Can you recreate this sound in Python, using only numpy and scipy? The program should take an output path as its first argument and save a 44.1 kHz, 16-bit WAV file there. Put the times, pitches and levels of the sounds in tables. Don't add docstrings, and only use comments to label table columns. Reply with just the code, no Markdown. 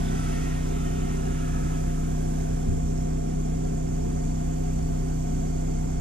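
import sys
import numpy as np
from scipy import signal
from scipy.fft import rfft, irfft, next_fast_len
from scipy.io import wavfile
from scipy.ndimage import uniform_filter1d

SR = 44100
rng = np.random.default_rng(int(sys.argv[2]) if len(sys.argv) > 2 else 0)


def dump_mix(stems):
    frames = np.atleast_2d(stems).T
    limited = np.clip(frames, -1, 1)
    pcm = np.round(limited * 32767).astype(np.int16)
    wavfile.write(sys.argv[1], SR, pcm)


N = 264996
SIZE = next_fast_len(N, True)
TIME = np.arange(N) / SR
HZ = np.fft.rfftfreq(SIZE, 1 / SR) + 1e-3


def compressor():
    return strokes() + rumble() + panel() + fan()


# start_s, strokes_per_s
SHAFT_SPEED = [(0, 31.5), (1.9, 31.48), (3.7, 31.58), (4.5, 31.55), (4.9, 31.48), (6.01, 31.52)]


def crank():
    start_rad = 3.1
    return start_rad + 2 * np.pi * np.cumsum(curve(SHAFT_SPEED)[0]) / SR


# multiple_of_stroke_rate, left_level_db, right_level_db
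STROKE_OVERTONES = [(1, -29.5, -30.5), (2, -36.7, -32.2), (3, -42.9, -52.9), (4, -58.1, -43.1),
                    (5, -30.6, -31.5), (6, -48.2, -49.0), (7, -44.4, -44.5), (8, -38.2, -37.1),
                    (9, -47.1, -46.2), (10, -61.9, -56.2), (11, -65.7, -59.6), (12, -57.2, -52.3),
                    (13, -64.1, -58.0), (15, -66, -64.5), (16, -68, -59.0), (17, -67, -66),
                    (18, -71.4, -62.2), (19, -58.5, -58.6), (20, -69.7, -66.3), (21, -56.5, -55.0),
                    (22, -64.2, -60.8)]


def strokes():
    lag_rad = 1.771
    swing_hz, swing_width_hz, swing_rad = 209, 28, 1.9
    waver_db = .4
    mean_rate = curve(SHAFT_SPEED)[0].mean()
    turn, out = crank(), 0
    for multiple, left_db, right_db in STROKE_OVERTONES:
        hz = multiple * mean_rate
        left_lead = on_hz(PORT_PAIR, hz)[0]
        swing = swing_rad * np.exp(-((hz - swing_hz) / swing_width_hz) ** 2)
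        phase = multiple * turn - lag_rad * multiple ** 2 + swing
        tone = np.cos(phase + np.array([[left_lead], [0]]))
        level = np.sqrt(2) * undb([[left_db], [right_db]])
        out = out + level * undb(waver_db * walk(3.23)) * tone
    return out


# pitch_hz, width_hz, level_db (per Hz), left_minus_right_db
GARAGE_MODES = [(36, 15, -53.5, 1), (70.8, 10.4, -52, -3.5), (101, 11.6, -58.5, 8), (134.5, 19, -56.5, 1.5),
                (173, 14, -67, 3), (189, 13, -63, 4), (204.4, 7.3, -61, 2), (218.6, 8.8, -56.5, 6.5),
                (240, 15, -70, 4), (262.2, 8.5, -65, -3), (276.1, 9.3, -58.5, -3.5), (302, 21, -69, -11.5),
                (328, 12, -73.5, -15), (339, 26, -63.5, -4.5), (353, 9.8, -62, -2.5),
                (376.7, 8.1, -57.5, -2), (388.2, 11, -58, -4), (410.5, 10.6, -57, 2.5),
                (439.3, 6.2, -59.5, -2), (456, 8.8, -58.5, -1), (489, 4.7, -66, -6),
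                (508.4, 3.2, -57.5, -1.5), (538, 23, -69, -2.5), (565, 15, -75, -7.5)]


def rumble():
    return noise(power(modes=GARAGE_MODES)) * undb(.5 * walk(6))


# pitch_hz, width_hz, relative_level_db, left_minus_right_db
PANEL_MODES = [(648, 10, -9, 2), (661, 8, -2, 2), (678, 9, -5, -1), (688, 7, 2, -1), (706, 8, 5, -2),
               (727, 8, 1, -2), (748, 24, -5.5, -2.2), (772, 22, -12, -2), (821, 10, -11, -2)]


def panel():
    level_db, waver_db, hold_s = -52.5, .5, .2
    ring = steady(unit(noise(power(modes=PANEL_MODES))), hold_s)
    return ring * undb(level_db + waver_db * walk(4.3))


# pitch_hz, level_db (per Hz)
FAN_SPECTRUM = [(250, -103), (520, -67.5), (900, -81), (1400, -86), (2500, -99), (4000, -106), (5000, -101),
                (8000, -104), (16000, -125)]
# pitch_hz, width_hz, level_db (per Hz)
SHROUD_MODES = [(888, 25, -79), (1008, 20, -77), (1362, 12, -77), (1540, 27, -81), (2150, 66, -86),
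                (2420, 30, -86), (3210, 50, -92), (3460, 120, -94), (3920, 80, -94)]


def fan():
    return noise(power(FAN_SPECTRUM, SHROUD_MODES)) * undb(1.1 * walk(9))


# pitch_hz, relative_level_db (per Hz)
RUSH_SPECTRUM = [(700, -5), (1100, -5.5), (2000, -9.5), (3500, -14.5), (4200, -22), (6000, -16.5),
                 (8000, -17.5), (10000, -21), (13000, -28.5), (16000, -38)]
# start_s, low_level_db, middle_level_db, high_level_db
GAP_STEPS = [(0, -47.5, -53.5, -54), (.22, -46, -56.5, -53.5), (.55, -50, -65.5, -56),
             (1.85, -53.5, -73, -57), (2.7, -55.5, -71, -67)]


def rush():
    split_hz, pan_share = (4140, 4560), .86
    step_s = .17
    low_db, middle_db, high_db = steps(GAP_STEPS, step_s)
    over_low, over_high = (1 / (1 + (hz / HZ) ** 8) for hz in split_hz)
    leaning = power(RUSH_SPECTRUM, pan_db=pan_share * on_hz(LEFT_SHADE)[0])
    low = unit(noise(power(RUSH_SPECTRUM) * (1 - over_low)))
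    middle = unit(noise(leaning * over_low * (1 - over_high)))
    high = unit(noise(leaning * over_high))
    low = low * undb(low_db + .9 * walk(14))
    middle = middle * undb(middle_db + 1.7 * walk(8.3))
    high = high * undb(high_db + .42 * walk(17))
    return low + middle + high


# pitch_hz, width_hz, relative_level_db
STEM_MODES = [(4310, 60, -12), (4430, 60, -15), (5415, 60, -3), (5510, 40, -9), (6060, 40, -3),
              (6280, 90, -1), (6710, 110, 0), (6900, 21, -1), (7320, 60, 1), (7570, 99, -2), (7890, 50, -6),
              (8600, 170, -8), (9480, 52, -12), (10400, 220, -17), (11900, 400, -15), (12700, 68, -15),
              (13200, 57, -23)]
# pitch_hz, relative_level_db (per Hz)
HISS_BED = [(3500, -47), (5000, -20), (5800, -4), (6500, -27), (7100, 1), (7850, 0.5), (8250, -10.5),
            (9500, -10.5), (11200, -37), (12200, -49), (14000, -53), (16000, -57)]
# pitch_hz, left_minus_right_db
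LEFT_SHADE = [(4000, -5), (4700, -11), (5400, -11), (6200, -12), (6900, -12), (7300, -6), (7850, -3),
              (8200, -8), (10000, -7), (12000, -5), (14000, -2)]
# pitch_hz, width_hz, relative_level_db
LATE_STEM_MODE = (4690, 72, -8)
# start_s, relative_level_db
LATE_STEM_STEPS = [(0, -7), (3.4, 0)]


def valve():
    level_db, start_db, build_s = -53, -1.5, .81
    ring_db, patchy_db = 5, 1.1
    late_step_s = .5
    white, pan_db = ports(), on_hz(LEFT_SHADE)[0]
    hiss = noise(power(HISS_BED, pan_db=pan_db))
    for mode in STEM_MODES:
        ring = noise(power(modes=[mode], pan_db=pan_db), white)
        hiss = hiss + ring * undb(ring_db + patchy_db * walk(3.2))
    late_ring = noise(power(modes=[LATE_STEM_MODE], pan_db=pan_db), white)
    hiss = hiss + late_ring * undb(ring_db + steps(LATE_STEM_STEPS, late_step_s)[0])
    build_db = start_db * np.exp(-TIME / build_s)
    return unit(hiss) * undb(level_db + build_db + .35 * walk(10))


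# start_s, end_s, pitch_hz, width_hz, level_db, left_minus_right_db
HOLLOW_NOTES = [(0, 1.8, 2545, 30, -64.5, 5), (.08, .52, 1955, 14, -58, 2), (0, .3, 1515, 18, -56, 2),
                (.03, .12, 3510, 40, -54, 0), (.1, .52, 1352, 26, -53, 0), (.15, .5, 1290, 50, -56, 0),
                (.1, .5, 8700, 260, -63, -3), (.18, .5, 2200, 40, -61, 3), (.03, .19, 1855, 12, -60, 0),
                (.3, .62, 1850, 16, -55.5, 0), (.44, .63, 1080, 24, -62, 0), (.6, .76, 1010, 24, -62, 0),
                (.3, 1.3, 2110, 50, -63, 0), (.62, 1.4, 1312, 50, -56, .5), (.6, 1.15, 3580, 30, -65, -3),
                (.8, 1.75, 1420, 40, -61, -1), (.82, .94, 1855, 14, -57, -6),
                (1.08, 1.2, 1855, 14, -57, -6), (.75, 1.1, 3065, 34, -63, -2),
                (.8, 1.45, 2835, 34, -63.5, -2), (.6, 1.6, 3950, 50, -70, -3), (.6, 1.8, 2320, 70, -67, 0),
                (0, .5, 4870, 50, -66, -8), (.1, .5, 6050, 200, -60, -9), (0, .5, 7750, 50, -66, -4),
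                (.1, .5, 3260, 80, -63, 0), (.2, .55, 2650, 120, -61, 2), (1.2, 1.8, 1690, 110, -57.5, -3),
                (1.38, 1.84, 1295, 40, -55, .5), (1.86, 2.12, 1310, 60, -61, .5),
                (1.8, 2.6, 1620, 150, -63, -3), (5.4, 6.1, 2150, 70, -69, 0)]


def whistles():
    rise_s, fall_s, fade_share = .054, .029, .12
    hold_s, patchy_db = .09, 1.5
    wander = .0035
    out, white = 0, ports()
    for start, end, hz, width, db, pan_db in HOLLOW_NOTES:
        fade = fade_share * (end - start)
        opening = np.tanh((TIME - start) / max(rise_s, fade))
        closing = np.tanh((TIME - end) / max(fall_s, fade))
        gate = (opening - closing).clip(0) / 2
        note = steady(unit(noise(power(modes=[(hz, width, 0, pan_db)]), white)), hold_s)
        played = np.cumsum(1 + wander * walk(14)) / SR
        bent = np.array([np.interp(played, TIME, port) for port in note])
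        out = out + bent * gate * undb(db + patchy_db * walk(22))
    return out


# start_s, relative_level_db, upper_modes_db (added above the first)
KNOCKS = [(2.671, -21, 0.5), (2.751, -26, -9), (2.826, -22, -12.5)]
# pitch_hz, relative_level_db, decay_s, opposed (0 = in step at the ports, 1 = opposed)
TYRE_MODES = [(66.6, 2.2, 0.021, 0.11), (104, -1, 0.089, 0.58), (224, -0.78, 0.019, 0.23)]


def thumps():
    rise_s = .0055
    out, age = np.zeros((2, N)), TIME[:SR // 2]
    for start, knock_db, upper_db in KNOCKS:
        at = int(start * SR)
        for k, (hz, db, decay, opposed) in enumerate(TYRE_MODES):
            level = undb(knock_db + db + upper_db * (k > 0))
            swell = (1 - np.exp(-(age / rise_s) ** 2)) * np.exp(-age / decay)
            ring = np.sin(2 * np.pi * hz * age + np.pi * opposed * np.array([[0], [1]]))
            out[:, at:][:, :len(age)] += level * swell * ring
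    return out


# pitch_hz, left_lead_rad, likeness (0-1)
PORT_PAIR = [(35, 0, .99), (63, -.4, .92), (90, -.4, .75), (130, -.5, .65), (160, -.5, .96),
             (290, -1.0, .97), (350, -2.0, .93), (520, -3.1, .97), (700, -3.9, .97), (1000, -4.2, .95),
             (2000, -4.8, .86), (4000, -5.8, .7), (4800, -6.3, .5), (5300, -8.9, .55), (8000, -10.1, .4),
             (12000, -12.3, .5)]


def ports():
    lead, alike = on_hz(PORT_PAIR)
    alike = np.clip(alike, 0, 1)
    shared, separate = rfft(rng.standard_normal((2, SIZE))) * np.sqrt(SR / 2)
    left = alike * shared + np.sqrt(1 - alike ** 2) * separate
    return np.array([left * np.exp(1j * lead), shared])


def power(spectrum=(), modes=(), pan_db=0):
    sides = np.array([[1], [-1]])
    out = undb(2 * on_hz(spectrum)[0]) if spectrum else 0 * HZ
    out = out * np.ones((2, 1))
    for hz, width, db, *pan in modes:
        peak = undb(sum(pan) * sides) * undb(2 * db)
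        out = out + peak / (1 + ((HZ - hz) / width) ** 2 * 1.66) ** 2
    return out * undb(pan_db * sides)


def noise(density, white=None):
    return irfft((ports() if white is None else white) * np.sqrt(density), SIZE)[:, :N]


def unit(pair):
    return pair / np.std(pair.mean(axis=0))


def steady(pair, hold_s):
    swell = uniform_filter1d(pair.mean(axis=0) ** 2, int(hold_s * SR))
    return pair / np.sqrt(.85 * swell + .05)


def walk(rate):
    k = int(SR / rate)
    held = np.repeat(rng.standard_normal(N // k + 1), k)
    return 1.3 * uniform_filter1d(uniform_filter1d(held, k), k)[:N]


def steps(table, blur_s):
    rows = np.array(table, float)
    passed = (1 + np.tanh((TIME - rows[1:, :1]) / blur_s)) / 2
    return rows[0, 1:, None] + np.diff(rows[:, 1:], axis=0).T @ passed


def curve(table):
    s, *columns = np.transpose(table)
    return [np.interp(TIME, s, c) for c in columns]


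def on_hz(table, hz=HZ):
    f, *columns = np.transpose(table)
    return [np.interp(np.log(hz), np.log(f), c) for c in columns]


def undb(db):
    return np.exp(np.asarray(db, float) * np.log(10) / 20)


def scene():
    return compressor() + rush() + valve() + whistles() + thumps()


def record(dry):
    bass_cut_hz, top_hz = 13, 15680
    bass_cut = signal.butter(2, bass_cut_hz, "high", fs=SR, output="sos")
    top_cut = signal.ellip(14, .2, 90, top_hz, fs=SR, output="sos")
    return signal.sosfilt(top_cut, signal.sosfiltfilt(bass_cut, dry))


dry = scene()
out = record(dry)
dump_mix(out)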